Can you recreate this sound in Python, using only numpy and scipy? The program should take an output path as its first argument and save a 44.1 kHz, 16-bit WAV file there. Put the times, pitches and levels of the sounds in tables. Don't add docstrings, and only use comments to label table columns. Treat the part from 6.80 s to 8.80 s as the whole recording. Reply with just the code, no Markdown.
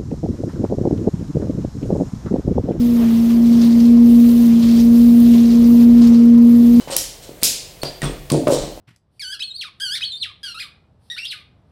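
import sys
import numpy as np
from scipy import signal
from scipy.fft import rfft, irfft
from scipy.io import wavfile
from scipy.ndimage import uniform_filter1d

SR = 44100
rng = np.random.default_rng(int(sys.argv[2]) if len(sys.argv) > 2 else 0)


def master(y):
    cut = np.clip(np.atleast_2d(y).T, -1, 1)
    pcm = np.round(cut * 32767)
    wavfile.write(sys.argv[1], SR, pcm.astype(np.int16))


N = 88200
TIME = np.arange(N) / SR

# start in seconds, level in dB, decay of the slips in seconds,
# treble tilt in dB per octave, resonance in Hz, its lift in dB.
STAPLE_SNAPS = [(0.1650, -13.5, 0.0018, 0.5, 11100, 3.5), (0.6326, -6.5, 0.00054, 0.05, 6100, 1)]
# frequency in Hz, gain in dB.
SNAP_SPECTRUM = [(150, -11), (600, -21.5), (1200, -20.5), (2000, -15), (2500, -10), (4200, -7), (4900, -3),
                 (8000, -4), (12000, 0.5), (16000, -9.5)]
STEEL_TICKS = [(0.0765, -31, 0.025, -5.5, 940, 9), (0.6268, -33.5, 0.00015, -8.5, 2300, 14),
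               (1.0333, -24.5, 0.00021, -4, 13000, 8.5), (1.0362, -33, 0.00025, -4, 7460, -11),
               (1.2188, -29, 0.00091, -6, 9000, 15), (1.226, -23, 0.018, -5.5, 1210, 7.5),
               (1.254, -36.5, 0.0025, -0.5, 9300, 6), (1.5002, -25, 0.0034, -1, 4460, 7),
               (1.5195, -24.5, 0.00072, -3, 9230, 19.5), (1.670, -21, 0.0054, -7, 1110, 15.5),
               (1.679, -32, 0.005, -0.5, 9000, 6)]
# frequency in Hz, gain in dB.
TICK_SPECTRUM = [(300, -1.5), (1200, -8), (2500, -1.5), (4500, -2), (6000, -4.5), (9000, -3), (11000, -7),
                 (16000, -9.5)]
# start in seconds, level in dB, pitch of the push in Hz.
WOOD_KNOCKS = [(0.0748, -32.5, 690), (0.492, -32, 387), (0.6277, -27.5, 313), (1.0333, -20.5, 390),
               (1.5445, -17.5, 590), (1.636, -30, 553)]
# start, length and first gap in seconds, level in dB,
# fade in dB per second, pitch of the push in Hz at the start and at the end.
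TOOL_JUDDERS = [(0.1, 0.018, 0.018, -31.5, 10, 710, 400), (1.229, 0.072, 0.0135, -20.5, 116, 180, 395),
                (1.516, 0.043, 0.0098, -11, 148, 180, 395), (1.671, 0.31, 0.015, -14, 71.5, 500, 553)]
# frequency in Hz, relative level in dB, seconds to fall by 60 dB.
WOOD_MODES = [(144.6, 1, 0.13), (162, -14, 0.043), (272.5, -8, 0.16), (311, 3.5, 0.036), (366, -2, 0.12),
              (450, -5.5, 0.054), (506, 5.5, 0.031), (557, 4.5, 0.08), (618, -3, 0.19), (702.7, -2, 0.098),
              (807, -11, 0.14), (880, -26, 0.076), (1220, -15, 0.083)]
# start and
# length in seconds, first and last pitch in Hz, level in dB, second harmonic in dB against the first.
SHORT_TONES = [(0.103, 0.04, 8470, 8040, -39.5, -40), (0.123, 0.034, 562, 516, -28, -27),
               (1.0176, 0.022, 4300, 4680, -33.5, -9.5), (1.049, 0.055, 4700, 4757, -33, -18),
               (1.05, 0.05, 4280, 4220, -40, -27), (1.218, 0.0091, 1946, 1750, -27, -9),
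               (1.243, 0.0085, 8730, 8370, -30, -40), (1.256, 0.084, 8250, 8700, -45, -46),
               (1.255, 0.035, 3500, 3350, -36, -35), (1.505, 0.0133, 1200, 930, -32, -43),
               (1.577, 0.072, 313, 257.5, -23, -7), (1.67, 0.031, 642, 543, -18.5, -37),
               (1.70, 0.055, 570.5, 466, -20.5, -20)]
# start and length in seconds, level in dB,
# treble tilt in dB per octave.
BLADE_SCRAPES = [(0.0, 0.029, -43, -2), (0.103, 0.048, -31, 0.5), (0.421, 0.031, -45.5, 1.5),
                 (0.614, 0.036, -38, 3), (1.683, 0.04, -41, 7), (1.705, 0.051, -30, 2.5),
                 (1.783, 0.081, -41, -2)]
# frequency in Hz, gain in dB.
SCRAPE_SPECTRUM = [(80, -8.5), (300, 8.5), (900, -0.5), (1500, -3), (2500, -3), (4200, 1), (6000, -1),
                   (8600, -1), (10500, -8.5), (16000, -18.5)]
# frequency in Hz, width in Hz, gain in dB.
BLADE_MODES = [(3030, 70, 5.5), (4060, 500, -6), (5300, 59, -33), (8250, 630, -9.5), (11900, 200, -4)]
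# start in seconds, level of the swell in dB.
BENCH_LOADS = [(0.13, -46), (1.214, -27), (1.52, -43), (1.74, -30)]
# frequency in Hz, gain in dB.
SWAY_SPECTRUM = [(15, -37), (30, 3), (44, 8), (56, -11.5), (110, -20.5), (300, -50), (1000, -100)]
# frequency in Hz, seconds to fall by 60 dB,
# level in dB against the sound sent into the room.
ROOM_BANDS = [(100, 0.67, 1), (324, 0.46, 3.5), (670, 0.38, 6), (1340, 0.54, 2), (3150, 0.65, 3),
              (6000, 0.47, 6), (9160, 0.47, 0.5), (13200, 0.21, -9.5), (16000, 0.31, -4.5)]
# frequency in Hz, relative spectral density in dB.
HUSH_SPECTRUM = [(30, -19), (60, 3), (90, 0.5), (146, 2), (250, -10), (520, 0), (800, -8), (1300, -16.5),
                 (2200, -15), (5000, -19), (16000, -19.5)]


def steel_cracks(events, spectrum, evenness=0.74, ring_q=6):
    out, t = np.zeros(N), TIME[:SR // 10]
    for start, db, decay, tilt_db, ring_hz, ring_db in events:
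        slips = rfft(rng.standard_normal(len(t)) * np.sqrt(t) * np.exp(-1.5 * t / decay))
        burst = irfft(slips / (np.abs(slips) + 1e-9) ** evenness)[:len(t) // 2]
        ring = signal.lfilter(*signal.iirpeak(ring_hz, ring_q, SR), burst)
        crack = colour(burst + (amp(ring_db) - 1) * ring, spectrum, tilt_db)
        add(out, start, hit_level(crack, db))
    return out


def wood_thumps(blows, thud_db=-4, push_cycles=0.46, band_hz=(130, 1200)):
    out, t = np.zeros(N), TIME[:SR // 2]
    ring = sum(amp(db) * np.cos(2 * np.pi * hz * t) * np.exp(-np.log(1000) * t / t60)
               for hz, db, t60 in WOOD_MODES)
    radiation = signal.butter(2, band_hz, "band", fs=SR, output="sos")
    for start, db, hz in blows:
        push = np.sin(2 * np.pi * hz * t) * np.exp(-t * hz / push_cycles)
        thud = signal.sosfilt(radiation, push)
        body = signal.fftconvolve(thud, ring)[:len(t)]
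        thump = hit_level(thud, thud_db) + hit_level(body, 0)
        add(out, start, hit_level(thump, db))
    return out


def tool_rebounds(gap_growth=1.15, scatter_db=2.53, scatter_octaves=0.22):
    blows = []
    for start, length, gap, db, fade_db, first_hz, last_hz in TOOL_JUDDERS:
        age = 0
        for strength, hardness in rng.standard_normal(size=(16, 2)):
            if age < length:
                hz = first_hz * (last_hz / first_hz) ** (age / length)
                hz *= 2 ** (scatter_octaves * hardness)
                blows.append((start + age, db - fade_db * age + scatter_db * strength, hz))
            age, gap = age + gap, gap * gap_growth
    return blows


def squeaks_and_singing(waver=0.0166):
    out = np.zeros(N)
    for start, length, first_hz, last_hz, db, second_db in SHORT_TONES:
        progress = np.linspace(0, 1, int(length * SR))
        unsteady = unit_rms(uniform_filter1d(rng.standard_normal(N), size=80))[:len(progress)]
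        hz = (first_hz + (last_hz - first_hz) * progress) * (1 + waver * unsteady)
        phase = 2 * np.pi * np.cumsum(hz) / SR
        tone = np.sin(phase) + amp(second_db) * np.sin(2 * phase)
        envelope = progress ** 0.08 * (1 - progress) ** 0.35
        add(out, start, amp(db) * unit_rms(tone * envelope))
    return out


def blade_scrapes(grain_db=2.5, grains_per_s=2600):
    out = np.zeros(N)
    for start, length, db, tilt_db in BLADE_SCRAPES:
        progress = np.linspace(0, 1, int(length * SR))
        sizes = amp(grain_db * np.minimum(rng.exponential(size=N), 3))
        catches = (rng.random(N) < grains_per_s / SR) * rng.choice([-1, 1], N) * sizes
        rasp = colour(catches[:len(progress)], SCRAPE_SPECTRUM, tilt_db)
        add(out, start, amp(db) * unit_rms(rasp * np.sqrt(progress * (1 - progress))))
    ring = sum(amp(db) * signal.lfilter(*signal.iirpeak(hz, hz / width, SR), out)
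               for hz, width, db in BLADE_MODES)
    return out + ring


def bench_sway(rise_s=0.046, decay_s=0.087, rest_db=-53):
    rumble = colour(rng.standard_normal(N), SWAY_SPECTRUM)
    rumble /= np.sqrt(uniform_filter1d(rumble ** 2, size=SR // 10))
    swell = amp(rest_db)
    for start, db in BENCH_LOADS:
        age = TIME - start
        rise = np.clip(age / rise_s, 0, 1)
        settle = np.exp(-np.maximum(age - rise_s, 0) / decay_s)
        swell = swell + amp(db) * rise * settle
    return rumble * swell


def workshop_ring(sound, build_s=0.0043, scatter_s=0.04, first_density=0.4, bands=16):
    t, hz = TIME[:SR], np.arange(SR // 2 + 1)
    points, t60s, wet_db = np.transpose(ROOM_BANDS)
    density = np.clip(first_density + (t / scatter_s) ** 2, 0, 1)
    echoes = rfft(rng.standard_normal(SR) * (rng.random(SR) < density) / np.sqrt(density))
    centres, response = np.geomspace(80, 16000, bands), 0
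    build = 1 - np.exp(-t / build_s)
    for centre, share in zip(centres, np.eye(bands)):
        band = log_interp(hz, centres, share)
        fade = np.exp(-np.log(1000) * t / log_interp(centre, points, t60s))
        tail = irfft(echoes * band) * build * fade
        tail *= np.sqrt(np.mean(band ** 2) / np.sum(tail ** 2))
        response = response + tail * amp(log_interp(centre, points, wet_db))
    return signal.fftconvolve(sound, response)[:N]


def room_tone(db=-44):
    return amp(db) * unit_rms(colour(rng.standard_normal(N), HUSH_SPECTRUM))


def amp(db):
    return 10 ** (np.asarray(db) / 20)


def unit_rms(x):
    return x / np.sqrt(np.mean(x ** 2))


def hit_level(x, db):
    return x * amp(db) * np.sqrt(0.01 * SR / np.sum(x ** 2))


def add(out, start_s, x):
    start = np.clip(int(start_s * SR), 0, N)
    out[start:start + len(x)] += x[:N - start]


def log_interp(hz, points, values):
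    return np.interp(np.log(hz + 1), np.log(points), values)


def colour(x, spectrum, tilt_db=0, size=8192):
    hz = np.arange(size // 2 + 1) * SR / size
    db = log_interp(hz, *np.transpose(spectrum)) + tilt_db * np.log2(np.maximum(hz / 1000, 1))
    cepstrum = irfft(np.log(amp(db)))
    cepstrum[1:size // 2] *= 2
    cepstrum[size // 2 + 1:] = 0
    return signal.fftconvolve(x, irfft(np.exp(rfft(cepstrum))))[:len(x)]


def scene():
    snaps = steel_cracks(STAPLE_SNAPS, SNAP_SPECTRUM)
    ticks = steel_cracks(STEEL_TICKS, TICK_SPECTRUM)
    thumps = wood_thumps(list(WOOD_KNOCKS) + tool_rebounds())
    tones, scrapes = squeaks_and_singing(), blade_scrapes()
    direct = snaps + ticks + thumps + tones + scrapes
    room = workshop_ring(amp(-0.5) * snaps + amp(-3.5) * ticks + amp(-6) * thumps
                         + amp(-12.5) * tones + amp(-1) * scrapes)
    hush = room_tone()
    return (direct + room + bench_sway() + hush)[None]


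def record(dry, top_hz=16000):
    lowpass = signal.ellip(10, 0.2, 70, top_hz, fs=SR, output="sos")
    return signal.sosfilt(lowpass, np.clip(dry, -1, 1))


dry = scene()
out = record(dry)
master(out)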